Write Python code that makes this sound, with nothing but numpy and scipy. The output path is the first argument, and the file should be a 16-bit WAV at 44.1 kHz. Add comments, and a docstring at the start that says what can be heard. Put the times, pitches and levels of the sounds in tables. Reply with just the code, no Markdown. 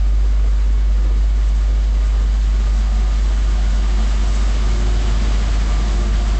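"""At a station platform, a two-stroke diesel freight locomotive draws near and passes, wagons behind it.
Its exhaust throbs with the turning crankshaft, fans and gears whine, and both sink in pitch as it goes by.
Rough wheels roar and make the rails hiss, with a few brief sizzles on top.
Puffs of wind touch the microphone, and a loud, deep, mains-like hum lies under everything."""
import sys
import numpy as np
from scipy import signal
from scipy.fft import rfft, irfft, next_fast_len
from scipy.io import wavfile
from scipy.ndimage import uniform_filter1d

SR = 44100
rng = np.random.default_rng(int(sys.argv[2]) if len(sys.argv) > 2 else 0)


def digitize_waveform(pressure):
    """Quantize a signal to 16-bit integers and store it at the path in sys.argv[1].

    Rows of a 2-D input are taken as channels; values are limited to [-1, 1].
    """
    field = np.atleast_2d(pressure).T
    bounded = np.clip(field, -1, 1)
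    quanta = np.round(bounded * 32767).astype(np.int16)
    wavfile.write(sys.argv[1], SR, quanta)


N = 281799
T = np.arange(N) / SR

TRAIN_M_S, SOUND_M_S, TRACK_DISTANCE_M = 11.5, 343, 18.5
# when each part passes the listener: leading wheels, middle, exhaust and fans
FRONT_S, MIDDLE_S, ENGINE_S = 5.17, 5.54, 6.08


def exhaust(crank, near):
    """Unequal cylinders repeat their pattern every crank turn, making a stack of low tones."""
    # exhaust tones at track distance: (cycles per crank turn, head-on level [dB], side-on level [dB])
    tones = [(2, -33.5, -38), (3, -33, -40), (5, -35, -35.5), (6, -40.5, -39), (7, -40.5, -40.5),
             (8, -39.5, -45), (10, -43.5, -41), (11, -38, -54), (12, -44.5, -44), (13, -42.5, -42),
             (14, -39.5, -41.5), (15, -49.5, -44), (16, -54.5, -46), (18, -51.5, -49.5), (19, -49, -49.5)]
    return sum(passing_gain(near, multiple, *levels) * tone(multiple * crank, flutter=0.3, rate_hz=6)
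               for multiple, *levels in tones)


def whines(crank, near):
    """Fan blades, gears and turbocharger turn with the engine; higher tones flutter faster."""
    # whines at track distance:
    # (cycles per crank turn, flutter [0-1], head-on level [dB], side-on level [dB])
    tones = [(14.32, .3, -41.5, -47), (23.55, .6, -44.5, -43.5), (30.3, 0.7, -55.5, -50.5),
             (39, 0.8, -50, -50), (47.2, .75, -50, -50.5), (71.6, 0.8, -48.5, -58.5), (79, .5, -44, -48.5),
             (95.1, 0.7, -50, -67.5), (113.4, 0.6, -51.5, -57), (143.3, 0.6, -49, -61)]
    return sum(passing_gain(near, multiple, *levels) * tone(multiple * crank, flutter, 7 + 0.1 * multiple)
               for multiple, flutter, *levels in tones)


def rumble(crank, engine_db=-33.5, wagons_db=-37.5, throb=0.25):
    """Exhaust gas, shaking bodywork and the long line of wagons rumble, swelling once a crank turn."""
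    # the rumble's spectrum: (frequency [Hz], relative level [dB])
    colour = [(8, -16.5), (18, -11), (35, -1), (70, 0.5), (120, -2), (170, -9), (230, -6), (300, -10.5),
              (420, -17), (600, -25), (1500, -46)]
    engine_gain = undb(engine_db) * nearness(MIDDLE_S) ** 2.3
    gain = np.hypot(engine_gain, undb(wagons_db))
    return gain * noise(colour) * (1 + throb * np.cos(crank))


def rolling(crank, roar_db=-34, hiss_db=-38, clatter=0.036):
    """Rough treads make the wheels roar and the rails hiss; engine clatter ripples both."""
    # spectra of the wheels and of the rails: (frequency [Hz], relative level [dB])
    roar_colour = [(150, -15), (330, 1.5), (520, -1.5), (660, 3), (820, -1), (980, -1.5), (1130, -0.5),
                   (1350, -2.5), (2100, -4.5), (2480, -7.5), (3000, -14.5), (4500, -12.5), (8000, -31.5)]
    hiss_colour = [(1200, -18), (2450, -6.5), (2950, 3), (3400, 0.5), (3900, 0), (4400, -3), (4800, -0.5),
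                   (5300, -4), (6500, -3), (7400, -3), (8000, -8), (8500, -18.5), (9000, -36.5)]
    # a power below 1 fades more slowly with distance, as a long source does
    roar = nearness(MIDDLE_S) ** 0.77 * noise(roar_colour, flicker_db=0.45, flicker_hz=14)
    hiss = nearness(FRONT_S) ** 0.99 * noise(hiss_colour, flicker_db=0.5, flicker_hz=25)
    rough_patches = undb(0.4 * wander(35))
    return (undb(roar_db) * roar + undb(hiss_db) * hiss) * rough_patches * (1 + clatter * np.cos(crank))


def sizzles():
    """The high treble sizzles briefly now and then."""
    # each sizzle: (time [s], half length [s], level [dB])
    events = [(1.485, 0.011, -45), (1.56, 0.011, -51), (1.62, 0.011, -51), (2.07, 0.01, -47),
              (2.79, 0.029, -49.5), (4.36, 0.092, -45)]
    # their spectrum: (frequency [Hz], relative level [dB])
    colour = [(3000, -20), (5500, 0.5), (7000, -2), (7900, 0.5), (8500, -12.5), (9000, -36)]
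    return bursts(events, colour)


def wind():
    """Puffs of air hit the microphone with a low flutter."""
    # each puff: (time [s], half length [s], level [dB])
    puffs = [(.28, 0.034, -34.5), (.43, 0.053, -35.5), (.7, 0.097, -40), (1.1, 0.084, -33.5),
             (1.74, .05, -35), (1.95, 0.065, -40), (2.2, 0.055, -36), (5.33, 0.085, -38.5)]
    # their spectrum: (frequency [Hz], relative level [dB])
    colour = [(10, -8), (28, -3), (70, -1), (160, -8), (300, -10.5), (520, -12), (900, -42.5),
              (2000, -53.5)]
    return bursts(puffs, colour)


def hum(pitch_hz=50.108, level_db=-13, dip_db=2.5):
    """A pure, deep hum keeps its pitch and gets a little quieter while the train goes by."""
    gain = undb(level_db - dip_db * nearness(MIDDLE_S))
    return np.sqrt(2) * gain * np.sin(2 * np.pi * pitch_hz * T)


def crank_angle(turns_per_s=14.93):
    """The crank's steady turning, heard late: pitch is higher coming and lower going (Doppler effect)."""
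    distance_m = TRACK_DISTANCE_M / nearness(ENGINE_S)
    return 2 * np.pi * turns_per_s * (T - distance_m / SOUND_M_S)


def nearness(passing_s):
    """How near a part of the train is on its straight track: 1 as it passes, 0.5 at twice the distance."""
    return TRACK_DISTANCE_M / np.hypot(TRACK_DISTANCE_M, TRAIN_M_S * (T - passing_s))


def passing_gain(near, multiple, head_on_db, side_on_db):
    """A tone's strength changes as the engine nears, shows its side and sweeps beams of sound past us."""
    # beams crossing the platform: (time [s], half length [s], cycles per crank turn, boost [dB])
    beams = [(2.6, 0.33, 14, 3.5), (2.935, .14, 79, 8.5), (3.02, 0.13, 47, 9), (3.678, 0.17, 95, 11.5),
             (4.1, 0.33, 14, 5), (4.648, 0.32, 23.5, 5), (5.203, 0.4, 7, 11), (5.3, 0.09, 39, 9),
             (5.9, 0.24, 79, 5), (5.9, .18, 47, 6.5)]
    db = head_on_db + (side_on_db - head_on_db) * near ** 2
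    for time_s, half_s, centre, boost_db in beams:
        if abs(np.log(multiple / centre)) < 0.1:  # only tones within about 10% of the beam's pitch
            db = db + boost_db * swell(time_s, half_s)
    return near * undb(db)


def tone(angle, flutter, rate_hz):
    """A tone flutters as its direct sound mixes with sound scattered by the ground and the train."""
    direct = np.sqrt(1 - flutter ** 2)
    scattered = flutter * (wander(rate_hz) + 1j * wander(rate_hz)) / np.sqrt(2)
    phase = angle + 2 * np.pi * rng.random()
    return np.sqrt(2) * np.real((direct + scattered) * np.exp(1j * phase))


def bursts(events, colour, ragged_db=2.5):
    """Short, ragged swells of noise."""
    envelope = sum(undb(db) * swell(time_s, half_s) for time_s, half_s, db in events)
    return noise(colour) * undb(ragged_db * wander(60)) * envelope


def noise(colour, flicker_db=0, flicker_hz=10):
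    """Noise with a given spectrum; each octave can flicker on its own."""
    size = next_fast_len(N)
    octave = np.log2(np.maximum(np.fft.rfftfreq(size, 1 / SR), 1))
    hz, db = np.transpose(colour)
    shape_db = np.interp(octave, np.log2(hz), db, left=-np.inf, right=-np.inf)
    spectrum = rfft(rng.standard_normal(size)) * undb(shape_db)
    if not flicker_db:
        return unit(irfft(spectrum, size)[:N])
    bands = (irfft(spectrum * np.maximum(1 - abs(octave - centre), 0), size)[:N] for centre in range(6, 15))
    return unit(sum(band * undb(flicker_db * wander(flicker_hz)) for band in bands))


def wander(rate_hz):
    """A smooth random curve, roughly 1 in size, that changes about rate_hz times a second."""
    step = max(int(SR / rate_hz), 2)
    held = np.repeat(rng.standard_normal(N // step + 3), step)
    return 1.8 * uniform_filter1d(uniform_filter1d(held, step), step)[step:step + N]


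def swell(time_s, half_s):
    """A smooth rise and fall around time_s."""
    return np.exp(-0.5 * ((T - time_s) / half_s) ** 2)


def undb(db):
    """Turn decibels into a gain."""
    return 10 ** (np.asarray(db) / 20)


def unit(x):
    """Scale to an average strength (rms) of 1."""
    return x / np.sqrt(np.mean(x ** 2))


def scene():
    """The train, the wind and the hum in one channel."""
    crank, near = crank_angle(), nearness(ENGINE_S)
    engine = exhaust(crank, near) + whines(crank, near) + rumble(crank)
    return (engine + rolling(crank) + sizzles() + wind() + hum())[None]


def record(dry, top_hz=8800):
    """A steep filter cuts off the highest treble."""
    return signal.sosfilt(signal.ellip(10, 0.1, 80, top_hz, fs=SR, output="sos"), dry)


dry = scene()
out = record(dry)
digitize_waveform(out)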